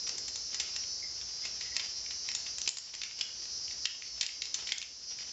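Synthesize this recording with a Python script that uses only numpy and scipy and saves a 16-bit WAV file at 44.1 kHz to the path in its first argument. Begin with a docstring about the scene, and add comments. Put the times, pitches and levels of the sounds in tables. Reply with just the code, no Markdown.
"""Jointed metal tent poles are sorted by hand in a bare room while crickets chirr outside.
First clothes rustle, a closer cricket calls and the gripped tubes slide and knock in short damped clinks.
From 1 to 1.8 s a joint squeaks faintly. From 2.3 to 4.8 s the knocks come thicker and harder;
at the hardest the recorder's gain control ducks with a brief low thump, then creeps back.
After 5 s come a last slide, two light clinks and one more close cricket call."""
import sys
import numpy as np
from scipy import signal
from scipy.fft import rfft, irfft
from scipy.io import wavfile
from scipy.ndimage import uniform_filter1d, map_coordinates

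SR = 44100
rng = np.random.default_rng(int(sys.argv[2]) if len(sys.argv) > 2 else 0)


def bounce(signal):
    """Save signal as a 16-bit WAV file at the path given by the first command-line argument."""
    frames = np.transpose(np.atleast_2d(signal))
    limited = np.clip(frames, -1, 1)
    pcm = np.round(limited * 32767).astype(np.int16)
    wavfile.write(sys.argv[1], SR, pcm)


N = 234642
TIME_S = np.arange(N) / SR


def from_db(db):
    """Decibels to gain."""
    return 10 ** (np.asarray(db) / 20)


def unit_rms(x):
    """Scale to rms 1."""
    return x / np.sqrt(np.mean(x ** 2) + 1e-20)


def in_time(rows):
    """Join (time, value) rows by straight lines."""
    return np.interp(TIME_S, *np.transpose(rows))


def at_hz(spectrum, hz):
    """Read a spectrum on a log-frequency axis."""
    knots_hz, db = np.transpose(spectrum)
    return np.interp(np.log(np.maximum(hz, 1)), np.log(knots_hz), db)


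def coloured(x, spectrum):
    """Filter by a spectrum; rms 1."""
    gains = from_db(at_hz(spectrum, np.fft.rfftfreq(len(x), 1 / SR)))
    return unit_rms(irfft(rfft(x) * gains, len(x)))


def drift(rate_hz):
    """Smooth random curve; rms 1."""
    knots, coarse_s = rng.standard_normal(4096), TIME_S[::32]
    curve = map_coordinates(knots, [coarse_s * rate_hz], order=2, mode="wrap")
    return np.interp(TIME_S, coarse_s, unit_rms(curve))


def bump(middle_s, half_s):
    """Gaussian swell of height 1."""
    return np.exp(-((TIME_S - middle_s) / half_s) ** 2)


# room tone spectrum: (frequency [Hz], level [dB])
TONE_SPECTRUM = [(20, -32.5), (38, -12), (53, 8.5), (68, 2), (95, 2), (200, -4.5), (450, -5.5), (1000, -8),
                 (2500, -7), (8000, -13.5)]

def room_tone(tone_db=-57.0, hum_db=-70.0, hum_hz=67.0):
    """Steady low noise with a faint wavering hum."""
    tone = from_db(tone_db) * coloured(rng.standard_normal(N), TONE_SPECTRUM)
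    hum_gain = from_db(hum_db + 3.0 * drift(11))
    hum = unit_rms(np.sin(2 * np.pi * hum_hz * TIME_S + 1.8 * drift(13)))
    return tone + hum_gain * hum


# floor and wall reflections: (delay [s], level [dB])
EARLY_ECHOES = [(.0047, -16), (0.0101, -23.5), (0.0156, -20)]

def room(x, t60_s=0.38, tail_db=-6.5, build_s=0.0024):
    """Add early echoes and a diffuse tail that favours no single pitch."""
    t = TIME_S[:SR // 2]
    spectrum = rfft(rng.standard_normal(len(t)) * from_db(-60 * t / t60_s))
    flattened = irfft(spectrum / np.sqrt(uniform_filter1d(np.abs(spectrum) ** 2, size=25)), len(t))
    tail = flattened * (1 - np.exp(-t / build_s)) * (1 - (t / t[-1]) ** 2)
    tail = coloured(tail, [(300, 1), (2100, 2), (3000, 0.5), (4500, -3.5), (7500, -1.5)])
    response = from_db(tail_db) * tail / np.sqrt(len(t))
    for delay_s, db in EARLY_ECHOES:
        response[int(delay_s * SR)] += from_db(db)
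    return x + signal.fftconvolve(x, response)[:N]


# wing resonance: (frequency [Hz], level [dB])
WING_SPECTRUM = [(3400, -18), (3950, -14), (4400, -6.5), (4850, 1), (5300, 2), (5720, 0), (6160, -4),
                 (6400, -21), (7100, -22.5), (8000, -37.5)]

def cricket(pulse_hz, waver=0.000905, flicker_db=3.0, smear_rad=0.45, scatter_rad=0.88):
    """Wing pulse train; its overtones, shaped by the wing, flicker and are smeared by echoes."""
    phase = 2 * np.pi * np.cumsum(pulse_hz * (1 + waver * drift(14))) / SR
    out = 0
    for k in range(18, 32):
        gain = from_db(at_hz(WING_SPECTRUM, k * pulse_hz) + flicker_db * drift(14))
        out += gain * np.cos(k * phase + smear_rad * drift(16) + scatter_rad * drift(1.57))
    return unit_rms(out)


# near crickets: (wing pulse rate [Hz], level [dB])
NEAR_CRICKETS = [(220, 0), (216, -7.5), (209.2, -12), (238.5, -16)]
# far crickets: (frequency [Hz], level [dB])
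FAR_SPECTRUM = [(2500, -30), (3900, -8.5), (4600, -8), (5250, 8.5), (5900, 1.5), (6400, -0.5), (7300, -8),
                (8000, -35.5)]

def chorus(near_db=-42.5, far_db=-46.0, throb_db=0.9):
    """A few near crickets over the blur of many far ones."""
    near = sum(from_db(db) * cricket(hz) for hz, db in NEAR_CRICKETS)
    near_gain = from_db(near_db + throb_db * drift(32))
    far = coloured(rng.standard_normal(N), FAR_SPECTRUM)
    return near_gain * near + from_db(far_db) * far


# calls of a closer cricket: (time [s], level [dB])
CLOSE_CALLS = [(.06, -39.5), (.48, -45), (.81, -41.5), (5.11, -38.5)]

def close_cricket(pulse_hz=220, wing_hz=5720, half_s=0.036, waver_rad=0.87):
    """Short calls: one wing resonance, throbbing with the wing pulses."""
    pulses = 1 + np.cos(2 * np.pi * pulse_hz * TIME_S + waver_rad * drift(30))
    wing = np.sin(2 * np.pi * wing_hz * TIME_S + waver_rad * drift(60))
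    envelope = sum(from_db(db) * bump(time_s, half_s) for time_s, db in CLOSE_CALLS)
    return envelope * unit_rms(pulses * wing)


# clothes moving: (time [s], level [dB])
CLOTH_LEVELS = [(0, -65), (.15, -59.5), (.45, -69.5), (1.8, -69.5), (2.8, -73), (5.32, -67.5)]
# their rustle: (frequency [Hz], level [dB])
CLOTH_SPECTRUM = [(100, -19), (260, 1), (480, 4), (800, -5), (1400, -19.5), (3000, -23)]

def clothes(flutter_db=2.0):
    """Soft rustle of moving cloth, most while straightening up."""
    envelope = from_db(in_time(CLOTH_LEVELS) + flutter_db * drift(30))
    return envelope * coloured(rng.standard_normal(N), CLOTH_SPECTRUM)


# joint rubs: (time [s], pitch [Hz], level [dB], half length [s])
JOINT_RUBS = [(1.029, 2088, -43.5, 0.0048), (1.042, 2034, -49, 0.0093), (1.447, 2126, -49, 0.027),
              (1.658, 2014, -49, .02), (1.726, 2050, -49, .02)]

def squeaks(waver=0.045, rough_db=2.0):
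    """Brief rough tones where a joint rubs."""
    bend, roughness = 1 + waver * drift(500), from_db(rough_db * drift(250))
    out = 0
    for time_s, hz, db, half_s in JOINT_RUBS:
        tone = np.sin(2 * np.pi * np.cumsum(hz * bend) / SR)
        out += from_db(db) * bump(time_s, half_s) ** 2 * tone
    return roughness * out


# tube modes, for slides and clinks: (frequency [Hz], level [dB])
TUBE_MODES = [(1070, -18.5), (1420, -22), (2020, -15.5), (2380, -11.5), (2930, -4.5), (3220, -3.5),
              (3620, 0), (3980, -3.5), (4330, 5), (4850, 6), (5230, 6), (5600, -2), (5930, 2.5), (6260, -1),
              (6850, 2), (7420, -0.5)]
# tubes sliding through the hands: (time [s], half length [s], level [dB])
SLIDE_STROKES = [(0.02, .07, -55), (0.683, .14, -50.5), (1.46, .16, -54), (1.795, 0.19, -49),
                 (2.4, 0.11, -49), (3.028, 0.28, -49), (4.45, 0.45, -52.5), (5.174, 0.15, -49)]

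def sliding(slips_per_s=1100, size_db=2.0, clump_db=5.5, t60_s=0.0051, dull_db=-14.5, fidget_db=-61.5):
    """Tiny uneven slips excite the tube modes, in smooth strokes over a restless grip."""
    sizes = from_db(size_db * np.minimum(rng.exponential(1, N), 4) + clump_db * drift(35))
    slips = sizes * (rng.random(N) < slips_per_s / SR)
    ring, radius = 0, from_db(-60 / (t60_s * SR))
    for hz, db in TUBE_MODES:
        step_rad = 2 * np.pi * hz / SR
        gain = from_db(db + at_hz([(2800, 0), (5000, dull_db)], hz))
        feedback = [1, -2 * radius * np.cos(step_rad), radius ** 2]
        force = slips * rng.standard_normal(N) + 1e-18
        ring += gain * signal.lfilter([np.sin(step_rad)], feedback, force)
    stroke_power = sum((from_db(db) * bump(time_s, half_s)) ** 2 for time_s, half_s, db in SLIDE_STROKES)
    return np.sqrt(from_db(fidget_db) ** 2 + stroke_power) * unit_rms(ring)


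def stray_touches(per_s=2.0, level_db=-44.5, top_hz=4470, t60_s=0.018):
    """Knock rows for faint touches at random gaps."""
    draws = rng.random((int(per_s * N / SR), 2))
    return [((slot + offset) / per_s, level_db, top_hz * 2 ** -octaves, t60_s)
            for slot, (offset, octaves) in enumerate(draws)]


# contact crack: (frequency [Hz], level [dB])
CRACK_SPECTRUM = [(100, -29.5), (600, -13.5), (1300, -11), (2300, 5.5), (4500, 5.5), (6500, 0),
                  (8000, -14.5)]

def clink(colour, ring_gain, t60_s, main_hz, main_db=-6.0, rise_s=0.00025, detune=0.011, spread_db=1.3):
    """Contact crack plus hand-damped tube modes; rms 1 over the first 7 ms."""
    t = TIME_S[:SR // 10]
    hz, mode_db = np.transpose(TUBE_MODES)
    # another tube and another spot at each knock
    tuning, strength, phase = rng.standard_normal((3, len(hz)))
    gains = from_db(mode_db + at_hz(colour, hz) + spread_db * strength)
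    cycles = np.outer(hz * (1 + detune * tuning), t) + phase[:, None]
    ring = unit_rms(gains @ np.sin(2 * np.pi * cycles))
    ring += from_db(main_db) * unit_rms(np.sin(2 * np.pi * main_hz * t))
    crack = coloured(rng.standard_normal(len(t)), [(f, db + at_hz(colour, f)) for f, db in CRACK_SPECTRUM])
    envelope = from_db(-60 * t / t60_s) * (1 - np.exp(-(t / rise_s) ** 2))
    knock = (ring_gain * ring + crack) * envelope
    return knock / np.sqrt(np.mean(knock[:SR // 143] ** 2))


# dull body of the knocks: (time [s], gain [dB])
BODY_GAINS = [(0, 9), (.6, 4), (1.8, 6), (3.1, 1.5), (3.85, -6.5), (4.75, 0.5)]
# pole against pole: (time [s], level [dB], main ring [Hz], t60 [s])
KNOCKS = [(0.073, -37, 5700, 0.036), (0.092, -32.5, 4550, 0.015), (0.181, -36.5, 7440, 0.017),
          (0.28, -36.5, 7330, 0.045), (0.357, -35.5, 6860, 0.033), (0.5439, -33, 5900, 0.04),
          (0.598, -29, 5930, 0.063), (0.762, -33, 5150, .03), (1.452, -37, 4980, 0.034),
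          (1.609, -36.5, 3950, 0.042), (1.765, -25.5, 5020, 0.027), (1.795, -32.5, 3090, 0.067),
          (2.107, -39, 4060, 0.058), (2.2879, -32.5, 5300, 0.015), (2.315, -37, 5540, 0.013),
          (2.349, -29.5, 6990, 0.039), (2.464, -39.5, 3080, 0.03), (2.583, -34, 7160, 0.015),
          (2.616, -32.5, 6130, .008), (2.6756, -23.5, 4330, 0.019), (2.6906, -19.5, 6740, 0.0095),
          (2.77, -29.5, 7060, .02), (2.784, -29.5, 7350, 0.015), (2.939, -35.5, 4860, .025),
          (2.949, -34.5, 6050, 0.027), (3.016, -29.5, 2870, 0.019), (3.034, -29.5, 3510, 0.034),
          (3.189, -36, 4900, 0.04), (3.21, -24, 3380, .028), (3.454, -43.5, 4470, 0.012),
          (3.709, -43, 4230, 0.022), (3.8545, -20, 3150, 0.019), (4.022, -38, 2850, 0.012),
          (4.2102, -19, 4794, 0.032), (4.2274, -25.5, 4210, 0.049), (4.264, -26, 5000, 0.0094),
          (4.29, -35.5, 2180, 0.026), (4.4192, -26.5, 3970, .024), (4.454, -36.5, 4300, 0.016),
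          (4.542, -24.5, 6000, 0.05), (4.671, -33.5, 3980, 0.045), (4.69, -35, 3740, 0.043),
          (4.7203, -18.5, 3300, .018), (4.729, -32.5, 3810, 0.016), (4.777, -35, 5200, 0.024),
          (4.782, -27.5, 7430, 0.011), (4.8155, -30.5, 3230, 0.022), (4.826, -32, 3600, 0.011),
          (5.187, -40, 3540, 0.026), (5.232, -45.5, 6100, 0.014)]

def knocks(middle_hz=4470, low_db_per_oct=-9, high_db_per_oct=8.5,
           free_t60_s=0.019, grip_db_per_halving=6.5, usual_db=-28, hard_db_per_db=0.22):
    """Tubes strike each other: a higher ring is brighter overall, a tight grip leaves a dry tick."""
    out, body_db = np.zeros(N + SR), in_time(BODY_GAINS)
    for time_s, db, ring_hz, t60_s in KNOCKS + stray_touches():
        start, octaves = int(time_s * SR), np.log2(ring_hz / middle_hz)
        ring_gain = min(t60_s / free_t60_s, 1)
        grip_db = grip_db_per_halving * np.log2(ring_gain)
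        hard_loss_db = hard_db_per_db * (db - usual_db)  # harder blow, shorter contact, weaker low modes
        low_db = -0.5 + low_db_per_oct * octaves - hard_loss_db + grip_db
        high_db = 1.5 + high_db_per_oct * octaves
        colour = [(1550, body_db[start] + grip_db), (2250, low_db), (2800, low_db),
                  (3800, 0), (5200, 0), (6200, high_db)]
        knock = clink(colour, ring_gain, t60_s, ring_hz)
        out[start:start + len(knock)] += from_db(db) * knock
    return out[:N]


def gain_thumps(rise_s=0.00024, thump_db=-43.5, hard_db=-20.5, growth_db_per_db=2.2):
    """Brief low thump as the recorder's gain control clamps down on the hardest knocks."""
    impulses, age = np.zeros(N), TIME_S[:SR // 100] / rise_s
    for time_s, db, _, _ in KNOCKS:
        impulses[int(time_s * SR)] = from_db(thump_db + growth_db_per_db * (db - hard_db))
    return signal.fftconvolve(impulses, age * np.exp(1 - age))[:N]


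def scene():
    """Room tone, crickets and clothes behind the poles in the room, plus the gain thumps; mono."""
    background = room_tone() + chorus() + close_cricket() + clothes()
    poles = room(squeaks() + sliding() + knocks())
    return (background + poles + gain_thumps())[None]


def record(dry, limit_db=-21.5, release_db_per_s=11.0, low_cut_hz=32, high_cut_hz=7650):
    """Gain control with instant attack and slow recovery, then steep low and high cuts."""
    power = uniform_filter1d(dry[0] ** 2, size=50)
    over_db = np.maximum(10 * np.log10(np.maximum(power, 1e-12)) - limit_db, 0)
    release_db = release_db_per_s * TIME_S
    held_db = np.maximum.accumulate(over_db + release_db) - release_db
    levelled = dry * from_db(-uniform_filter1d(held_db, size=30))
    levelled = signal.sosfilt(signal.butter(4, low_cut_hz, "high", fs=SR, output="sos"), levelled)
    return signal.sosfilt(signal.butter(28, high_cut_hz, fs=SR, output="sos"), levelled)


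dry = scene()
out = record(dry)
bounce(out)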